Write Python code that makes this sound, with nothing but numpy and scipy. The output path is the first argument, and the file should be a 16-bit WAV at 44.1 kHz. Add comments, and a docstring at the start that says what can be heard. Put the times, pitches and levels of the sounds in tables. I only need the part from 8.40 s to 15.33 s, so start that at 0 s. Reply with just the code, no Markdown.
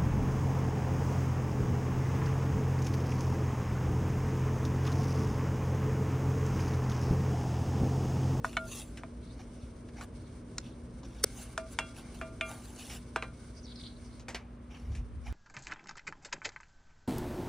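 """A wooden spoon stirs thick sauce in a steel saucepan: it knocks the wall (decaying sine modes) and drags
along it (grainy noise bands). Noise bursts make snaps and the gas knob's click; a jar lid creaks and pops
through resonances; sleeves brush; faint bird-like chirps are narrow gliding noise. Behind are gas hiss,
a machine's hum of three wavering lines, far hiss and rumble; low noise swells make a gust on the
microphone at the end."""
import sys
import numpy as np
from scipy import signal
from scipy.fft import rfft, irfft
from scipy.io import wavfile

SR = 44100
rng = np.random.default_rng(int(sys.argv[2]) if len(sys.argv) > 2 else 0)


def master_out(mix):
    """Clip the mix to full scale and print it as 16-bit PCM to the path in sys.argv[1]."""
    frames = np.transpose(np.atleast_2d(mix))
    ceiling = np.clip(frames, -1, 1)
    pcm = np.round(ceiling * 32767).astype(np.int16)
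    wavfile.write(sys.argv[1], SR, pcm)


N = 305458


def amp(db):
    """Linear gain from dB."""
    return 10 ** (np.asarray(db, float) / 20)


def rms_one(x):
    """Scale to an overall rms of 1."""
    return x / np.sqrt(np.mean(x ** 2) + 1e-20)


def in_time(rows, outside=None):
    """Columns of a curve table, sample by sample."""
    time_s, *columns = np.transpose(rows)
    return [np.interp(np.arange(N) / SR, time_s, column, outside, outside) for column in columns]


def at_hz(points, hz):
    """Spectrum table read on a log frequency axis."""
    table_hz, table_db = np.array(points).T
    return np.interp(np.log(hz), np.log(table_hz), table_db)


def band(x, low_hz, high_hz, order=2):
    """Butterworth band-pass."""
    return signal.sosfilt(signal.butter(order, [low_hz, high_hz], "band", fs=SR, output="sos"), x)


def lowpass(x, cutoff_hz, order):
    """Butterworth low-pass."""
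    return signal.sosfilt(signal.butter(order, cutoff_hz, fs=SR, output="sos"), x)


def drift(rate_hz):
    """Slow random signal of rms 1: noise through two equal poles at SR / 40, interpolated."""
    r = np.exp(-80 * np.pi * rate_hz / SR)
    white = rng.standard_normal(N // 40 + 2002)
    slow = signal.lfilter([1], [1, -2 * r, r * r], white)[2000:]   # settled part
    return np.interp(np.arange(N) / 40, np.arange(len(slow)), rms_one(slow))


def ring(x, hz, t60_s):
    """Two-pole resonator: a unit click rings a decaying sine of height 1."""
    r, w = amp(-60 / (t60_s * SR)), 2 * np.pi * hz / SR
    return signal.lfilter([0, np.sin(w)], [1, -2 * r * np.cos(w), r * r], x + 1e-18)


def swell(full_s, attack_s, hold_s, release_s):
    """Gain that climbs 20 dB per attack time, holds, and sinks 20 dB per release time."""
    t = np.arange(N) / SR - full_s
    db = np.minimum(20 * t / max(attack_s, .002), 0)
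    db -= 20 * np.maximum(t - max(hold_s, 0), 0) / max(release_s, .002)
    gain = np.zeros(N)
    audible = db > -60
    gain[audible] = amp(db[audible])
    return gain


# stereo width of rumble, far hiss and gas: (frequency [Hz], side over mid [dB])
NOISE_WIDTH = [(30, -41), (125, -41), (240, -21), (400, -10.5), (1200, 0.5), (1800, -41), (2600, -4),
               (5000, -5.5), (7500, 1), (9400, -12), (11000, -11), (15000, -2.5)]


def wide_noise(spectrum):
    """Steady stereo noise of a given colour, its side share set by pitch; rms 1."""
    hz = np.maximum(np.fft.rfftfreq(N, 1 / SR), 1)
    mid, side = rfft(rng.standard_normal((2, N))) * amp(at_hz(spectrum, hz))
    side = side * amp(at_hz(NOISE_WIDTH, hz))
    return rms_one(irfft(mid + side * [[1], [-1]], N))


# far rumble colour: (frequency [Hz], relative level per Hz [dB])
RUMBLE_SPECTRUM = [(13, -56), (22, -16.5), (37, 1.5), (59, 2.5), (92, -1.5), (209, -7), (240, -8),
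                   (264, -5.5), (294, -8.5), (427, -13), (640, -18), (771, -31.5), (900, -24),
                   (1170, -47.5), (1980, -120)]
# rumble: (time [s], level [dB])
RUMBLE_LEVEL = [(0.0, -45), (0.77, -47.5), (2.6, -47), (3.07, -49), (3.97, -47), (4.32, -49), (4.75, -49),
                (6.21, -51), (6.93, -53.5)]


def rumble():
    """Far rumble: coloured noise under a slow level curve."""
    return amp(in_time(RUMBLE_LEVEL)[0]) * wide_noise(RUMBLE_SPECTRUM)


# far hiss colour: (frequency [Hz], relative level per Hz [dB])
YARD_SPECTRUM = [(180, -42), (300, -10.5), (348, 4.5), (384, -19), (663, -13), (745, -1), (908, -10),
                 (986, 0.5), (3190, -15.5), (15600, -48)]
YARD_DB = -65


def yard():
    """Far hiss of the yard: steady coloured noise."""
    return amp(YARD_DB) * wide_noise(YARD_SPECTRUM)


# gas hiss colour: (frequency [Hz], relative level per Hz [dB])
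GAS_SPECTRUM = [(880, -20.5), (1500, 5), (1860, -9), (2240, 5), (2420, -8.5), (3160, -6), (4810, -3.5),
                (5360, -4), (5520, -4), (6090, -3), (7120, -10.5), (9280, -0.5), (10100, -6.5),
                (11500, -45.5), (15600, -17)]
# gas hiss: (time [s], level before flicker [dB])
BURNER_LEVEL = [(0, -68), (1.4, -67.5), (2.83, -68), (2.86, -59.5), (4.6, -65.5), (5.78, -64.5),
                (5.86, -74.5), (5.93, -78.5), (7, -72)]


def burner():
    """Gas hiss: coloured noise with a level curve and random flicker."""
    flicker_db = 2.3 * drift(16.5)
    return amp(in_time(BURNER_LEVEL)[0] + flicker_db) * wide_noise(GAS_SPECTRUM)


# machine lines: (frequency [Hz], waver rate [Hz], level [dB])
HUM_LINES = [(58.05, 3.2, -53), (118.8, 7.4, -59.5), (239.3, 1.4, -54)]


def hum():
    """Machine lines: a steady sine with a narrow wavering halo."""
    t, out = np.arange(N) / SR, 0
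    for hz, waver_hz, level_db in HUM_LINES:
        waver = 1 + .17 * (drift(waver_hz) + 1j * drift(waver_hz))
        out = out + amp(level_db) * rms_one(np.real(waver * np.exp(2j * np.pi * hz * t)))
    return out


# wind alike at both ports: (time of full level [s], level [dB])
GUST_PUFFS = [(6.46, -38.5), (6.515, -29.5), (6.596, -28), (6.774, -37), (6.906, -37)]
PUFF_ATTACK_S, PUFF_HOLD_S, PUFF_RELEASE_S = .05, 0.0029, .08
# wind opposite at the two ports: (time [s], level [dB])
BREEZE_LEVEL = [(5.15, -95), (5.3, -82.5), (5.6, -61.5), (5.9, -67.5), (6.1, -98.5), (6.4, -74),
                (6.93, -45)]


def gust():
    """Lumpy low pressure swings on the microphone ports."""
    common, unlike = rms_one(band(rng.standard_normal((2, N)), 48.3, 79.4))
    puffs = sum(amp(db) * swell(s, PUFF_ATTACK_S, PUFF_HOLD_S, PUFF_RELEASE_S) for s, db in GUST_PUFFS)
    breeze = amp(in_time(BREEZE_LEVEL, outside=-150)[0])
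    return puffs * common + breeze * unlike * [[1], [-1]]


# faint bird-like chirps, gliding in pitch:
# (time of full level [s], hold [s], first centre [Hz], last centre [Hz], relative level [dB])
CHIRPS = [(.828, 0.098, 3650, 4240, -68), (1.76, 0.022, 4500, 4000, -72), (1.845, 0.031, 3820, 3850, -72),
          (2.237, 0.034, 3700, 3620, -66), (5.15, .04, 5300, 5370, -65), (5.229, 0.032, 5500, 4970, -64),
          (5.259, 0.085, 4200, 3870, -57.5), (5.36, 0.056, 4700, 4030, -54.5),
          (5.437, 0.04, 3700, 3820, -51.5), (5.642, 0.036, 5400, 5160, -67),
          (5.712, .04, 4600, 4600, -68.5), (6.308, 0.042, 2650, 2600, -61)]
CHIRP_ATTACK_S, CHIRP_RELEASE_S = 0.012, 0.077


def chirps():
    """Faint chirps: two narrow strands of noise around a gliding centre, throbbing apart."""
    wobble = lowpass(rng.standard_normal((4, N)), 300, order=2)
    throbs = [amp(4 * drift(30)), amp(4 * drift(30))]
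    out = np.zeros((2, N))
    for s, hold_s, first_hz, last_hz, level_db in CHIRPS:
        gain = amp(level_db - 4.0) * swell(s, CHIRP_ATTACK_S, hold_s, CHIRP_RELEASE_S)
        on = np.flatnonzero(gain)
        centre_hz = np.interp(on / SR, [s, s + hold_s], [first_hz, last_hz])
        for throb, ratio in zip(throbs, (.92, 1.1)):
            phase = 2 * np.pi * np.cumsum(ratio * centre_hz) / SR
            strand = wobble[:2, on] * np.cos(phase) + wobble[2:, on] * np.sin(phase)
            mid, side = rms_one(strand)
            out[:, on] += (gain * throb)[on] * (mid + amp(-5.0) * side * [[1], [-1]])
    return out


# jar lid resonances: (frequency [Hz], half width [Hz], relative level [dB])
LID_MODES = [(2124, 120, -6), (4804, 150, -2), (5530, 98, -3.5), (5760, 75, -7.5), (6150, 240, -12),
             (8070, 93, -6), (9194, 47, 2.5), (10900, 110, -17.5), (14200, 930, -13.5)]
# lid creak: (time [s], relative level [dB])
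LID_CREAK = [(2.829, -52.5), (2.838, -31.5), (2.8386, -29), (2.8405, -9.5), (2.8445, -27.5),
             (2.8475, -53.5)]
# air in the jar: (start [s], frequency [Hz], level [dB], time where the pop is cut off [s])
JAR_POP = (2.8408, 445, -23.5, 2.8472)


def lid():
    """The lid creaks over the jar's lip into its resonances, then the trapped air pops."""
    white = rng.standard_normal(N)
    tone = 0
    for hz, half_width_hz, level_db in LID_MODES:
        mode = band(white, hz - half_width_hz, hz + half_width_hz, order=1)
        tone = tone + amp(level_db) * rms_one(mode)
    creak = amp(in_time(LID_CREAK, outside=-150)[0]) * rms_one(tone)
    start_s, pop_hz, pop_db, cut_s = JAR_POP
    t = np.arange(N) / SR
    rise = np.clip((t - start_s) / .003, 0, 1) * (t < cut_s)
    return creak + amp(pop_db) * rise * np.sin(2 * np.pi * pop_hz * (t - start_s))


# knob and other snaps: (time [s], starting gain [dB], t60 [s], bass [dB], middle [Hz], middle [dB],
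#                        treble [Hz], treble [dB]); band levels relative
SNAP_EVENTS = [(0.573, -41.5, 0.077, -27, 2190, -3.5, 6800, -12.5),
               (1.486, -50, 0.056, -16, 1780, -5.5, 4010, -12),
               (2.182, -21, 0.018, -42, 1480, -10, 4700, -6.5),
               (2.632, -42, 0.056, -7.5, 1380, -31, 4250, -14),
               (4.361, -38.5, 0.05, -17, 1320, -21, 6810, -13),
               (4.498, -40, 0.19, -25, 2620, -6.5, 6100, -18),
               (5.796, -44, 0.12, -13, 2900, -13.5, 4620, -13.5),
               (5.883, -29.5, 0.16, -12, 1980, -11.5, 5600, -20),
               (5.946, -30, 0.1, -10.5, 2200, -5.5, 3680, -12),
               (6.55, -42, 0.15, -33, 2360, -8.5, 6540, -18.5)]


def snaps():
    """Short noise bursts, each with its own decay and colour."""
    out, t = np.zeros(N), np.arange(SR // 8) / SR
    for s, peak_db, t60_s, bass_db, middle_hz, middle_db, treble_hz, treble_db in SNAP_EVENTS:
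        white = rng.standard_normal((3, len(t)))
        burst = amp(bass_db) * rms_one(band(white[0], 290, 1000))
        burst += amp(middle_db) * rms_one(band(white[1], middle_hz / 1.28, middle_hz * 1.14, order=1))
        burst += amp(treble_db) * rms_one(band(white[2], treble_hz / 1.29, treble_hz * 1.5, order=3))
        start = int(s * SR)
        out[start:start + len(t)] += amp(peak_db - 60 * t / t60_s) * burst
    return lowpass(out, 11000, order=4)


# drags and brushes: (time of full level [s], attack [s], hold [s], release [s], level 2.5-6 kHz [dB],
#                     dull part re that [dB], bright part re that [dB])
RUB_EVENTS = [(0.044, 0.0078, 0.015, 0.19, -51, -6, -2.5), (0.283, 0.06, 0.0091, 0.035, -55.5, -5, 2.5),
              (0.318, 0.018, 0.09, 0.062, -48, -9.5, 1), (0.472, .02, .01, 0.14, -69, -1, 2),
              (0.575, .01, .02, 0.066, -66, 5, -26), (0.838, .05, 0.089, .05, -81, -10, -17),
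              (0.998, 0.034, .005, 0.058, -57.5, 4, -12), (1.242, 0.18, .005, .1, -66.5, -10, -13),
              (1.583, 0.046, 0.052, .03, -58, 4.5, -20), (1.62, 0.035, 0.025, .02, -65.5, 3, 7),
              (2.266, 0.11, 0.0063, .07, -60, -11, -13), (2.651, 0.014, .005, 0.023, -58, 4, -16),
              (2.79, 0.2, .005, 0.12, -59.5, -2, -10), (2.974, 0.083, 0.058, 0.03, -54.5, -3, 3),
              (3.052, .02, 0.086, 0.056, -64, 0, 0.5), (3.328, 0.041, .005, 0.021, -55.5, -1, 4),
              (3.584, 0.049, .005, 0.048, -50.5, -4, -4.5), (3.628, .02, 0.09, .03, -71, 8, -16),
              (3.746, 0.025, .005, 0.16, -59, -2, -2), (4.107, .1, .005, 0.21, -53, 2, 0.5),
              (4.252, 0.04, .005, 0.11, -62, -23, 3), (4.092, 0.0088, 0.0039, 0.011, -61, -13, 8),
              (4.293, 0.038, 0.063, .05, -73, 6, 3), (4.392, 0.03, .005, .17, -48, -9.5, -4),
              (4.519, 0.087, 0.044, 0.038, -52.5, -0.3, 1.5), (5.959, .006, .005, 0.13, -66, 14.5, -17),
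              (6.314, .02, 0.06, .06, -65, 3.5, -12), (6.4, .05, 0.11, .05, -69.5, 3.5, -6),
              (6.52, 0.013, .05, .08, -63.5, -0.5, -16), (6.867, 0.037, 0.02, 0.061, -57.5, 6, -10)]
# spans where drags also ring the pan modes: (from [s], to [s])
PAN_RING_SPANS = [(.2, 0.6), (2.85, 4.2)]
# pan wall modes, also for knocks():
# (frequency [Hz], shape number: sets which places on the wall leave the mode weak)
PAN_MODES = [(649, 6), (1189, 6), (1398, 1), (1561, 4), (2143, 2), (2379, 6), (2747, 8), (3334, 8),
             (4005, 4), (8990, 5)]
# ring of each wall mode: (relative level [dB], free t60 [s])
PAN_MODE_RING = [(1.5, .45), (-10.5, .55), (-6, 0.53), (-10.5, .25), (-17.5, 0.3), (-9.5, .25),
                 (-3.5, 0.18), (-14.5, .32), (-23.5, 0.23), (-35, .5)]
RUB_TILT_DB_PER_OCTAVE, TOP_UNDER_BRIGHT_DB = -3, 11


def rubs():
    """Dense uneven grains of friction in narrow bands that flicker apart; some also ring the pan modes."""
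    spike_db = 3.94 * np.minimum(rng.exponential(1, (2, N)), 5)
    grains = rng.standard_normal((2, N)) * amp(spike_db * (rng.random((2, N)) < .05))
    grains *= amp(0.91 * drift(90))   # stick and slip
    parts = []
    for low_hz, high_hz in [(2500, 6000), (700, 2500), (6000, 10500), (11000, 15500)]:
        edges_hz = np.geomspace(low_hz, high_hz, 5)
        patches = 0
        for a, b in zip(edges_hz, edges_hz[1:]):
            tilt_db = RUB_TILT_DB_PER_OCTAVE * np.log2(a / low_hz)
            patches = patches + band(grains, a, b) * amp(1.8 * drift(25) + tilt_db)
        parts.append(rms_one(patches))
    gains = np.zeros((4, N))
    for s, attack_s, hold_s, release_s, level_db, dull_db, bright_db in RUB_EVENTS:
        colour = amp([0, dull_db, bright_db, bright_db - TOP_UNDER_BRIGHT_DB])
        gains += np.outer(amp(level_db) * colour, swell(s, attack_s, hold_s, release_s))
    mid, other = sum(gain * part for gain, part in zip(gains, parts))
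    t = np.arange(N) / SR
    rings_pan = sum((t > a) & (t < b) for a, b in PAN_RING_SPANS)
    body = 0
    for (hz, _), (_, t60_s) in zip(PAN_MODES, PAN_MODE_RING):
        body = body + ring(rings_pan * mid, hz, .4 * t60_s)   # the touching spoon shortens the ring
    side = band(other, 6200, 8800) + band(other, 10500, 15500)   # wider in the treble
    return mid + amp(-46.0) * body + amp(-4.5) * side * [[1], [-1]]


TILT_FROM_HZ, TILT_UP_TO_HZ = 1500, 4100


def struck(hz, db, shape_number, tilt_db_per_octave, place):
    """Mode heights for one blow: tilted in pitch, weak for modes whose shape is small at the place."""
    shape = np.abs(np.sin(np.pi * np.asarray(shape_number) * place)) + .05
    octaves = np.log2(np.minimum(hz, TILT_UP_TO_HZ) / TILT_FROM_HZ)
    return amp(db + tilt_db_per_octave * octaves) * shape


# knocks and one soft bump (1.61 s):
# (time [s], wood [dB], wood tilt [dB/octave], place on wood [0-.5], wood t60 [s],
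#  wall [dB], wall tilt [dB/octave], place on wall [0-.5],
#  delay until the wall is damped [s], crack [dB], rattle [dB]); starting gains
KNOCK_EVENTS = [(0.0447, -24.5, -7, 0.15, 0.041, -50, -5.0, 0.085, 0.042, -47, -42),
                (0.13, -48.5, 7.9, 0.267, 0.03, -53, 2, 0.19, 0.026, -58, -62.0),
                (0.1685, -20, 5, 0.427, 0.042, -31.5, -8.5, 0.495, 0.091, -44, -54),
                (0.634, -35.5, -4.5, 0.27, 0.024, -51, -4, 0.125, 0.013, -62, -58.0),
                (1.61, -43.5, 5.5, 0.13, 0.067, -68, -2, 0.16, 0.024, -50.5, -49),
                (3.177, -21.5, -0.4, 0.16, 0.016, -43, -5, 0.27, 0.089, -38.5, -40),
                (3.3879, -14.5, 2.5, 0.29, 0.014, -36, 5, 0.2, 0.15, -32.5, -33.5),
                (3.813, -25, -5, 0.098, 0.013, -41, 0.5, 0.266, 0.14, -55, -40.5),
                (4.0099, -29, 17.5, 0.1, 0.023, -31, 7.5, 0.24, 0.16, -43.5, -49),
                (4.76, -17.5, -2.5, 0.18, 0.017, -36, 3.5, 0.135, 0.063, -41.5, -33),
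                (4.824, -24, 5.5, 0.22, 0.012, -44, 6.5, 0.38, 0.079, -54, -36.5)]
# spoon modes: (frequency [Hz], relative level [dB])
SPOON_MODES = [(695.0, -9.5), (990.0, -5), (1242.0, -3.5), (1470.0, 0.0), (1800.0, -8), (2226.0, -5.5),
               (2494.0, -6.5), (2995.0, -15), (3540.0, -15.5), (4080.0, -20.5)]
THUD_OVER_RATTLE_DB, WOOD_ROUGH = 9, 0.35


def knocks():
    """Knocks and a soft bump: short wood modes, longer wall modes, with crack, thud and rattle."""
    out, t = np.zeros(N), np.arange(SR // 2) / SR
    wood_hz, wood_mode_db = np.transpose(SPOON_MODES)
    wall_hz, wall_shape = np.transpose(PAN_MODES)
    wall_mode_db, ring_s = np.transpose(PAN_MODE_RING)
    order = np.arange(1, len(SPOON_MODES) + 1)
    wood_sines = np.sin(2 * np.pi * np.outer(wood_hz, t))
    wall_phase = 2 * np.pi * np.outer(wall_hz, t)
    wall_decay = amp(-60 * t / ring_s[:, None])
    for (s, wood_db, wood_tilt, wood_place, wood_t60_s, wall_db, wall_tilt, wall_place,
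         damped_s, crack_db, rattle_db) in KNOCK_EVENTS:
        white = rng.standard_normal((2, len(t)))
        heights = struck(wood_hz, wood_db + wood_mode_db, order, wood_tilt, wood_place) * (-1) ** order
        wood = amp(-60 * t / wood_t60_s) * (heights @ wood_sines)
        wood *= np.minimum(t / 0.00017, 1)   # wood gives: soft contact
        wood *= 1 + WOOD_ROUGH * rms_one(band(white[1], 72, 500))   # the contact chatters
        # the handle splits each wall mode into a beating pair
        pairs = np.sin(wall_phase) + 0.19 * np.sin(1.012 * wall_phase + white[0, :len(wall_hz), None])
        heights = struck(wall_hz, wall_db + wall_mode_db, wall_shape, wall_tilt, wall_place)
        wall = heights @ (wall_decay * pairs)
        # spoon or sauce damps the wall
        wall *= np.minimum(t / 0.0054, 1) * amp(-60 * np.maximum(t - damped_s, 0) / 0.14)
        crack = amp(crack_db - 60 * t / 0.036) * rms_one(band(white[0], 4800, 8800, order=3))
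        thud = amp(rattle_db + THUD_OVER_RATTLE_DB - 60 * t / 0.017) * np.sin(2 * np.pi * 430 * t)
        thud *= np.minimum(t / 0.0037, 1)
        # pan shaking on its grate
        rattle = amp(rattle_db - 60 * t / 0.11) * rms_one(band(white[1], 284, 1660))
        start = int(s * SR)
        out[start:start + len(t)] += wood + wall + crack + thud + rattle
    return out


def echoes(x):
    """A few dull returns from table and walls, different on each side."""
    out = np.zeros((2, N))
    lags = (rng.uniform(0.00103, .04, 12) * SR).astype(int)
    for k, lag in enumerate(lags):
        out[k % 2, lag:] += amp(-300 * lag / SR) * x[:-lag] * (-1) ** (k // 2)
    return band(out, 300, 8900)


# stereo width of single sources: (frequency [Hz], side over mid [dB])
PORT_WIDTH = [(30, -45.5), (125, -47), (240, -17.5), (400, -15.5), (1500, -21.5), (4000, -14.5),
              (6000, -1.5), (7800, -5), (9300, -14), (10500, -15.5), (14000, -0.5)]


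def ports(x):
    """Two close microphone ports hear a source with opposite phase shifts, their size set by pitch."""
    hz = np.maximum(np.fft.rfftfreq(N, 1 / SR), 1)
    side = irfft(1j * amp(at_hz(PORT_WIDTH, hz)) * rfft(x), N)
    return x + side * [[1], [-1]]


def scene():
    """Sum of all sources, stereo."""
    near = knocks() + snaps()
    background = rumble() + yard() + burner()
    single = ports(near + lid() + hum())
    return single + amp(-20.0) * echoes(near) + rubs() + chirps() + gust() + background


CUTOFF_HZ = 16600


def record(dry):
    """The deepest bass and the top are cut."""
    dry = signal.sosfilt(signal.butter(3, 36, "high", fs=SR, output="sos"), dry)
    return signal.sosfilt(signal.cheby2(12, 70, CUTOFF_HZ, fs=SR, output="sos"), dry)


dry = scene()
out = record(dry)
master_out(out)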